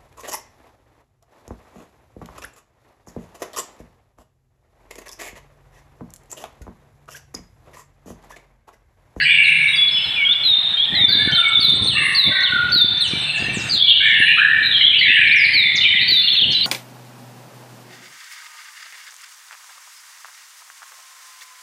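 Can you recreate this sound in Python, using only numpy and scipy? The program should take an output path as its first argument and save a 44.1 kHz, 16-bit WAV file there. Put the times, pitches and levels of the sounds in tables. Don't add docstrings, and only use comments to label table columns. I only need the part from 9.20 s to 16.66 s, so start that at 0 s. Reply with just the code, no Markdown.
import sys
import numpy as np
from scipy import signal
from scipy.fft import rfft, irfft, next_fast_len
from scipy.io import wavfile
from scipy.ndimage import uniform_filter1d, minimum_filter1d

SR = 44100
rng = np.random.default_rng(int(sys.argv[2]) if len(sys.argv) > 2 else 0)


def store_wav(level_fs):
    pcm = np.round(np.clip(np.atleast_2d(level_fs), -1, 1) * 32767)
    wavfile.write(sys.argv[1], SR, pcm.T.astype(np.int16))


def makeup_ratio(level_db):
    decades = np.asarray(level_db, float) / 20
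    return 10 ** decades


N = 328986

SPLICE_S, OVERLAP_S = 4.6, .1
HOARSE_S = 5.68
BREEZE_DB, NEXT_SCENE_S, NEXT_BREEZE_DB = -44.5, 4.5, -39.5
CHORUS_DB = -31
DRONE_HZ, DRONE_WIDTH_HZ = 146, 26

# start_s, length_s, from_hz, to_hz, level_db
CHATTER = [(0, 0.04, 4300, 4750, -19.5), (0, 0.035, 2806, 2750, -15.5), (.02, .02, 3990, 4050, -15.5),
           (.031, 0.34, 2900, 2678, -9), (.06, 0.12, 3240, 3545, -16.5), (.235, 0.035, 4300, 3740, -13),
           (.3, 0.31, 3730, 3540, -29.5), (.472, 0.019, 4080, 3610, -11.5), (4.495, 0.11, 4853, 3250, -12),
           (4.595, 0.1486, 3366, 3440, -5.5), (4.62, 0.26, 4180, 3740, -19), (4.665, 0.17, 2978, 3035, -8),
           (4.8, 0.17, 3093, 2930, -15.5), (4.93, 0.24, 2775, 2830, -10.5), (5.05, .15, 2392, 2513, -10.5),
           (5.17, 0.047, 2820, 3250, -17), (5.02, 0.32, 4110, 3765, -26.5), (5.425, .1, 3904, 3830, -10),
           (5.525, 0.14, 3990, 3950, -17.5), (5.51, 0.08, 3450, 3150, -9), (5.6, .1, 3016, 3462, -4.5),
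           (5.7, 0.1, 3095, 2800, -7.5), (5.88, 0.1, 2517, 3040, -5), (6, 0.26, 3030, 2670, -19.5),
           (6.6, 0.14, 2910, 3030, -12), (6.802, .06, 3740, 4400, -15)]
# start_s, length_s, from_hz, to_hz, level_db
BABBLE = [(0, 0.038, 1653, 1697, -11.5), (0, 0.051, 1990, 1940, -12.5), (.045, 0.45, 2352, 2230, -8),
          (.06, 0.45, 1720, 1718, -24), (2.77, 0.16, 2178, 2000, -16), (2.78, 0.139, 1724, 1860, -19),
          (4.795, 0.16, 2352, 2074, -8), (4.8, 0.29, 1706, 1828, -9.5), (5.168, .035, 1182, 1664, -18.5),
          (5.205, .12, 1652, 1801, -3.5), (5.33, 0.11, 1550, 1867, -15), (5.595, 0.023, 2300, 2074, -12),
          (5.715, 0.047, 2340, 2230, -14), (5.81, 0.21, 2214, 1781, -9), (5.85, 0.4, 1807, 1845, -15.5),
          (5.96, .36, 2415, 2191, -6.5), (6.35, 0.19, 2276, 2066, -11.5), (6.64, .06, 2600, 1882, -10),
          (6.7, 0.087, 2328, 1915, -12), (6.68, 0.16, 1824, 1800, -32), (6.78, 0.071, 2607, 2320, -20)]
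# start_s, length_s, from_hz, to_hz, level_db
SLURS = [(.75, 0.051, 3180, 2665, -15.5), (.96, 0.12, 2834, 2910, -18), (1.52, 0.02, 1696, 1660, -31),
         (1.65, 0.0097, 2990, 2180, -36), (1.66, .08, 1800, 1850, -25.5), (1.74, .1, 1950, 2260, -19.5),
         (1.82, 0.33, 2297, 2202, -25), (1.88, .24, 1580, 1770, -23.5), (2.08, 0.26, 1518, 1310, -20),
         (2.16, 0.036, 3263, 3696, -6.5), (2.73, 0.13, 1228, 1120, -28.5), (2.72, 0.064, 1836, 1820, -21),
         (2.73, 0.1, 2793, 2637, -14), (2.4, 0.27, 1055, 1056, -40.5), (2.92, 0.36, 1105, 1102, -34.5),
         (3.02, 0.058, 2134, 2217, -15.5), (3.14, 0.096, 2210, 2154, -20.5),
         (3.07, 0.1435, 2064, 1853, -15.5), (3.11, 0.16, 1572, 1488, -20.5),
         (3.29, 0.112, 1526, 1421, -11.5), (3.072, 0.036, 684, 576, -26.5), (3.89, 0.065, 2590, 2277, -28),
         (4.01, 0.16, 4120, 4160, -29.5), (4.021, 0.26, 2702, 2680, -20.5), (4.13, 0.17, 1698, 1852, -28),
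         (6.45, 0.12, 3130, 3270, -48)]
# start_s, length_s, from_hz, to_hz, level_db
FAR_SEEPS = [(.02, 0.58, 7980, 8720, -38), (.211, 0.37, 9190, 9390, -42), (.411, 0.18, 5780, 5700, -48.5),
             (4, 0.26, 8070, 8450, -43), (4.17, 0.078, 4326, 4950, -40.5), (4.41, .035, 6100, 7600, -36.5),
             (4.51, 0.04, 6100, 7500, -37), (4.43, .15, 8200, 8300, -44), (3.8, .1, 8300, 8250, -46),
             (3.92, .07, 5900, 5850, -48), (4.45, .13, 6250, 6350, -44), (4.15, .2, 7300, 6000, -46)]
# start_s, length_s, from_hz, to_hz, level_db
SLIDES = [
    (.25, .05, 7640, 5020, -42),
    (3.811, .085, 9400, 5000, -32),
    (4.025, .02, 9000, 6800, -41),
    (4.155, .037, 8300, 4600, -37),
    (4.328, .08, 8700, 4650, -31),
    (4.83, .095, 9020, 4900, -41),
    (7.314, .02, 7000, 5000, -34),
]
# band_hz, t60_s
GROVE_DECAY = [(600, 1.5), (1800, 0.92), (3500, 1.52), (6000, 0.32), (10000, 0.96)]
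# band_hz, level_db (per Hz)
CHORUS_SPECTRUM = [(300, -37), (500, -23), (700, -13), (1200, -15), (1700, -8), (2500, -6.5), (3800, -6),
                   (4500, -22), (5100, -27), (6500, -40), (8400, -26.5), (10500, -44), (11500, -35.5),
                   (15400, -60.5), (15800, -90.5)]
# time_s, level_db
RUSTLE = [
    (0, -4),
    (.5, -4),
    (.62, 2),
    (2.35, 4),
    (2.7, -1),
    (4.6, 1),
    (4.75, -1),
    (7.46, -3),
]
# time_s, level_db
DRONE = [
    (0, -41.5),
    (.45, -38),
    (.8, -52),
    (1.601, -56),
    (4.501, -41.5),
    (4.999, -43),
    (7.46, -48),
]
# start_s, length_s, level_db
GUSTS = [
    (1.684, 0.52, -33.5),
    (2.331, .6, -33),
    (3.048, 0.077, -30.5),
    (3.297, 0.5, -36),
    (3.818, .24, -39.5),
    (4.169, 0.32, -36),
    (6.844, 0.14, -42),
    (7.211, .14, -37),
]
# band_hz, level_db (per Hz)
BUFFET_SPECTRUM = [(15, -74.5), (25, -33), (55, -7), (109, 1), (213, -4), (600, -17.5), (677, -19.5),
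                   (900, -19.5), (1170, -41), (1980, -120)]
# time_s, peak_db
THUMPS = [(1.95, -22), (2.072, -18.5), (2.389, -24.5), (2.535, -24), (3.332, -27.5), (3.557, -23),
          (3.641, -21.5), (3.932, -22), (4.22, -28), (4.28, -28), (4.368, -24), (4.999, -24), (5.403, -38),
          (5.897, -26)]
# start_s, length_s, pitch_hz, level_db
HOLDS = [(0.531, 0.17, 3406, -11), (0.711, 0.14, 5180, -31.5), (.97, 0.37, 5200, -53),
         (2.12, 0.071, 3117, -12), (4.29, 0.085, 2330, -28.5), (4.629, 0.18, 2310, -25.5),
         (5.336, 0.14, 2328, -20), (5.568, 0.063, 4960, -46), (6.07, 0.1, 5030, -45),
         (5.08, 0.14, 3980, -33), (6.33, 0.029, 3120, -17.5), (7.007, .16, 4270, -16),
         (1.048, .036, 3270, -10), (7.032, 0.039, 2820, -16), (7.346, 0.048, 3967, -12)]
# start_s, length_s, from_hz, to_hz, level_db
DROPS = [(.556, 0.027, 4900, 4500, -21), (0.68, 0.025, 4500, 3000, -17.5), (.84, 0.049, 4420, 3700, -26),
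         (1.128, .012, 4600, 2300, -15), (1.647, .012, 4550, 2500, -18), (.8, .012, 4700, 3300, -30.5),
         (6.265, 0.06, 4920, 4900, -33), (6.236, 0.036, 4820, 3200, -18.5), (7.3, 0.03, 4350, 4300, -15.5),
         (6.61, 0.034, 4490, 3200, -16), (6.75, 0.051, 3810, 2610, -12.5), (6.1, 0.037, 3300, 4700, -18),
         (6.795, .024, 3000, 4600, -18.5), (7.14, 0.022, 3500, 2500, -17), (7.115, .02, 3900, 2800, -17),
         (7.166, 0.04, 4230, 2950, -8.5), (7.068, 0.026, 3877, 2725, -10.5), (7.8, 0.019, 3920, 2950, -18),
         (7.212, 0.036, 3900, 2610, -6.5), (7.248, 0.02, 3815, 2850, -14.5), (7.4, 0.039, 4190, 3680, -13)]
# start_s, length_s, from_hz, to_hz, level_db
HOOKS = [
    (.962, 0.086, 2530, 2210, -13.5),
    (1.235, 0.14, 4240, 3623, -5.5),
    (1.75, 0.15, 4154, 3504, -7.5),
    (2.225, 0.065, 2370, 2202, -13),
    (2.33, 0.062, 3884, 3478, -5),
    (2.33, 0.022, 2260, 2235, -24),
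    (5.015, 0.08, 4340, 3930, -26.5),
    (6.158, .078, 6040, 4720, -25),
]
# start_s, length_s, from_hz, to_hz, level_db
RISES = [
    (1.088, 0.055, 3420, 3960, -6),
    (1.57, 0.091, 3157, 4030, -10),
    (6.59, .06, 3590, 3850, -10.5),
    (6.98, 0.03, 4120, 4370, -15.5),
]
# start_s, length_s, from_hz, to_hz, level_db
SEEPS = [(1.981, 0.16, 8560, 8980, -45), (2.17, 0.056, 8200, 9050, -36), (2.28, 0.039, 7950, 8110, -33.5),
         (2.391, 0.17, 9270, 8780, -41.5), (2.491, 0.077, 8400, 8540, -51), (2.55, 0.036, 7800, 8430, -33),
         (2.62, 0.15, 8730, 8550, -33), (2.72, 0.34, 8060, 8550, -36.5), (2.811, 0.16, 9130, 10100, -34.5),
         (4.99, 0.14, 9640, 9130, -37.5), (5.931, 0.22, 8320, 8470, -45), (6.11, 0.43, 9500, 9500, -48.5)]
# start_s, length_s, from_hz, to_hz, level_db
PLUNGES = [
    (6.553, .04, 7100, 3600, -15),
    (6.925, .024, 7000, 4600, -33),
    (7.314, .024, 7000, 4100, -21),
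]
# after_onset_s, pitch_hz, level_db
WHISTLE = [(-.004, 3600, -20), (.003, 4650, -4), (.05, 3960, 0), (.095, 3600, -2), (.13, 3520, -4),
           (.175, 3520, -7)]
# after_onset_s, pitch_hz, level_db
CHIP = [(-.01, 3933, -30), (0, 4350, -1), (.016, 3820, 3), (.04, 3050, -6.5), (.072, 2600, -12)]
# after_onset_s, pitch_hz, level_db
FLICK = [(-.003, 4200, -3), (.004, 6300, -6), (.01, 6400, -34), (.017, 6200, -9), (.028, 5900, -13)]
# start_s, level_db
WHISTLES = [
    (1.8814, -12),
    (2.4014, -10),
    (2.9477, -8.5),
    (3.5194, -7),
    (5.7854, -17),
    (6.334, -8),
    (6.8783, -8),
    (7.4354, -13.5),
]
# start_s, level_db
CHIPS = [
    (2.1493, -12),
    (2.6741, -14),
    (3.2306, -13),
    (3.8083, -13.5),
    (6.0746, -21),
]
# start_s, level_db
FLICKS = [(2.115, -31), (2.382, -38), (2.643, -31), (2.928, -38), (3.206, -33), (3.499, -36), (3.777, -33),
          (5.772, -46), (6.041, -46), (6.858, -45), (7.134, -39)]
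# time_s, peak_db
TICKS = [
    (2.4994, -31),
    (3.6486, -35),
    (6.57, -40.5),
    (6.9127, -37),
]
# band_hz, level_db
CAPSULE = [(6500, -21.5), (8500, -19.5), (10300, -27.5), (11400, 6), (13500, 5.5), (15000, -24)]


def evened(x):
    return x / np.sqrt(np.mean(x ** 2) + 1e-20)


def read(points, hz):
    f, value = np.transpose(points)
    return np.interp(np.log(hz + 1), np.log(f + 1), value)


def coloured(x, points):
    size = next_fast_len(len(x))
    gain = makeup_ratio(read(points, np.fft.rfftfreq(size, 1 / SR)))
    return irfft(rfft(x, size) * gain, size)[:len(x)]


def add(mix, s, sound):
    part = mix[round(max(s, 0) * SR):][:len(sound)]
    part += sound[:len(part)]


def drift(hz):
    z = rfft(rng.standard_normal(N))
    return evened(irfft(z * np.exp(-(np.fft.rfftfreq(N, 1 / SR) / hz) ** 2), N))


def note(rows, warble, fade_s=0.0027):
    s, hz, db = np.transpose(rows)
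    t = np.arange(s[0], max(s[-1], s[0] + .01), 1 / SR)
    pitch = uniform_filter1d(np.interp(t, s, hz), size=200, mode="nearest")
    pitch *= 1 + warble[np.clip((t * SR).astype(int), 0, N - 1)]
    edges = np.clip(np.minimum(t - t[0], t[-1] - t) / fade_s, 0, 1)
    level = np.sqrt(2) * makeup_ratio(np.interp(t, s, db)) * np.sin(np.pi / 2 * edges) ** 2
    return level * np.sin(2 * np.pi * np.cumsum(pitch) / SR)


def flock(notes, unsteady, hz=30, trill=0):
    mix, wobble = np.zeros(N), drift(hz)
    warble = trill + unsteady * evened(wobble - uniform_filter1d(wobble, size=2200))
    for rows in notes:
        add(mix, rows[0][0], note(rows, warble))
    return mix


def sung(notes, ease, crest, rise_db, fade_db):
    u = np.linspace(0, 1, num=12)
    crest = np.clip(crest, .05, .95)
    before = np.maximum(1 - u / crest, 0)
    after = np.maximum((u - crest) / (1 - crest), 0)
    swell_db = rise_db * before ** 2 + fade_db * after ** 2
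    return [np.transpose([s + length * u, to_hz + (from_hz - to_hz) * (1 - u) ** ease, db + swell_db])
            for s, length, from_hz, to_hz, db in notes]


def hidden_birds():
    beat = 2 * np.pi * np.cumsum(76 * (1 + .12 * drift(6))) / SR
    warble = .022 * np.where(np.arange(N) / SR < HOARSE_S, 1, 1.8)
    upper = flock(sung(CHATTER, 1.3, 0.66, -3, -8), warble, 70, .035 * np.sin(beat))
    lower = flock(sung(BABBLE, 1.2, 0.9, 0.5, -5), warble, 60, .04 * np.sin(beat))
    calm = flock(sung(SLURS, 1.7, 0.53, 0.5, -4.5) + sung(FAR_SEEPS, 2.2, 1.0, 4.5, -6), 0.02, hz=45)
    calm += flock(sung(SLIDES, 1.1, 0.19, -1, -3), 0.0036)
    pulses = 1.5 * (.5 + .5 * np.cos(beat)) ** 1.3 + .15
    flutter = makeup_ratio(3.5 * drift(40))
    return (upper + lower) * pulses * flutter, calm * flutter


def grove(old, new, gap_s, early_db):
    taps = rng.standard_normal(SR + SR // 2)
    hz, t, z = signal.stft(taps, SR, nperseg=256)
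    decay = makeup_ratio(-60 * t / read(GROVE_DECAY, hz)[:, None])
    tail = signal.istft(z * decay, SR, nperseg=256)[1]
    age = np.arange(len(tail)) / SR - gap_s
    tail *= (age > 0) * (1 + makeup_ratio(early_db) * np.exp(-np.maximum(age, 0) / 0.011))
    tail /= np.linalg.norm(tail)
    cut = np.clip((SPLICE_S - np.arange(N) / SR) / .03, 0, 1)
    return cut * signal.fftconvolve(old, tail)[:N] + signal.fftconvolve(new, tail)[:N]


def chorus():
    frames, hz = N // 256 + 5, np.fft.rfftfreq(1024, 1 / SR)
    a, b, patches = rng.standard_normal((frames, 513, 3)).T
    patches = uniform_filter1d(patches, size=6, axis=0)
    patches = evened(uniform_filter1d(patches, size=30, axis=1))
    z = (a + 1j * b) * makeup_ratio(read(CHORUS_SPECTRUM, hz)[:, None] + 3.0 * patches)
    rustle_db = np.interp(np.arange(frames) * 256 / SR, *np.transpose(RUSTLE))
    low = np.clip((1800 - hz) / 400, 0, 1)
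    z *= makeup_ratio(np.outer(low, rustle_db))
    return makeup_ratio(CHORUS_DB) * evened(signal.istft(z, nperseg=1024, noverlap=768)[1][:N])


def drone():
    hz, (s, db) = np.fft.rfftfreq(N, 1 / SR), np.transpose(DRONE)
    band = np.exp(-((hz - DRONE_HZ) / DRONE_WIDTH_HZ) ** 2)
    hum = irfft(rfft(rng.standard_normal(N)) * band, N)
    return makeup_ratio(np.interp(np.arange(N) / SR, s, db)) * evened(hum)


def wind_level():
    t = np.arange(N) / SR
    level = makeup_ratio(np.where(t < NEXT_SCENE_S, BREEZE_DB, NEXT_BREEZE_DB))
    for s, length, db in GUSTS:
        level += makeup_ratio(db) * np.sin(np.pi * np.clip((t - s) / length, 0, 1)) ** 0.69
    return level


def wind():
    lumps = uniform_filter1d(rng.standard_normal(N), size=600)
    lumps = evened(uniform_filter1d(lumps, size=600))
    turbulence = rng.standard_normal(N) * makeup_ratio(3.6 * lumps)
    rumble = evened(coloured(turbulence, BUFFET_SPECTRUM + [(1500, -80.5)]))
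    out = rumble * wind_level()
    u = np.arange(-200, 500) / SR / 0.00079
    for s, db in THUMPS:
        add(out, s, makeup_ratio(db + 5.0) * -u * np.exp(.5 - u ** 2 / 2))
    return coloured(out, [(25, -12.5), (70, 2.0)])


def neighbours():
    holds = [(s, length, hz, hz, db) for s, length, hz, db in HOLDS]
    notes = sung(holds, 1.1, 0.14, -2.0, -7.5)
    notes += sung(DROPS, 1.1, .45, -4, -5)
    notes += sung(HOOKS, 2.2, .6, -9, -5)
    notes += sung(RISES, .4, .5, -6, -16)
    notes += sung(SEEPS, 2.2, 0.26, -1.1, -20.5)
    notes += sung(PLUNGES, 1.7, .85, -20, -2)
    return flock(notes, 0.0042)


def near_bird(shape, events, db_up):
    return flock([np.add(shape, (s, 0, db + db_up)) for s, db in events], 0.0012)


def leaves():
    out, t = np.zeros(N), np.arange(200) / SR
    for s, db in TICKS:
        grit = rng.standard_normal(200)
        add(out, s, makeup_ratio(db + 1.0) * grit * np.exp(-t / 0.00087))
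    return coloured(out, [(1000, -28), (8000, 10), (11000, 6), (14000, -26.0)])


def scene():
    before = np.arange(N) / SR < SPLICE_S
    chatter, calm = hidden_birds()
    seen = near_bird(WHISTLE, WHISTLES, 0.16) + near_bird(CHIP, CHIPS, 1.0) + neighbours()
    flicks = near_bird(FLICK, FLICKS, 0.45)
    stir = (seen + 0.37 * flicks) * (1 + 1.51 * drift(50))
    birds = seen + flicks + makeup_ratio(-5) * grove(stir * before, stir * ~before, 0.0018, 2.5)
    birds += makeup_ratio(-6) * chatter + makeup_ratio(-11) * calm
    old = calm * before + chatter * (np.arange(N) / SR < SPLICE_S - OVERLAP_S)
    birds += makeup_ratio(-1.5) * grove(old, chatter + calm - old, 0.0041, 5.9)
    return (makeup_ratio(-2.0) * birds + chorus() + drone() + wind() + leaves())[None]


def low_pass(x):
    return signal.sosfilt(signal.butter(12, 15830, fs=SR, output="sos"), x)


def record(dry):
    power_db = 10 * np.log10(abs(uniform_filter1d(dry[0] ** 2, size=500)) + 1e-12)
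    fall_db = np.arange(N) * 60. / SR
    over_db = np.maximum(np.maximum.accumulate(power_db + fall_db) - fall_db + 28.5, 0)
    lag = np.exp(-1 / (0.0013 * SR))
    lagged_db = signal.lfilter([1 - lag], [1, -lag], over_db - over_db[0])
    level = dry[0] / makeup_ratio(0.41 * lagged_db + 0.93 * over_db[0] - 15.0)
    level *= makeup_ratio(-4.4)
    peaks = -minimum_filter1d(-abs(level), size=201)
    level /= np.maximum(uniform_filter1d(peaks, size=101) / .88, 1)
    bent = makeup_ratio(-36.5) * level ** 2 + makeup_ratio(-12.0) * level ** 3
    overtones = coloured(bent, [(4600, -75)] + CAPSULE + [(15800, -64.5)])
    return low_pass((level + overtones)[None])


dry = scene()
out = record(dry)
store_wav(out)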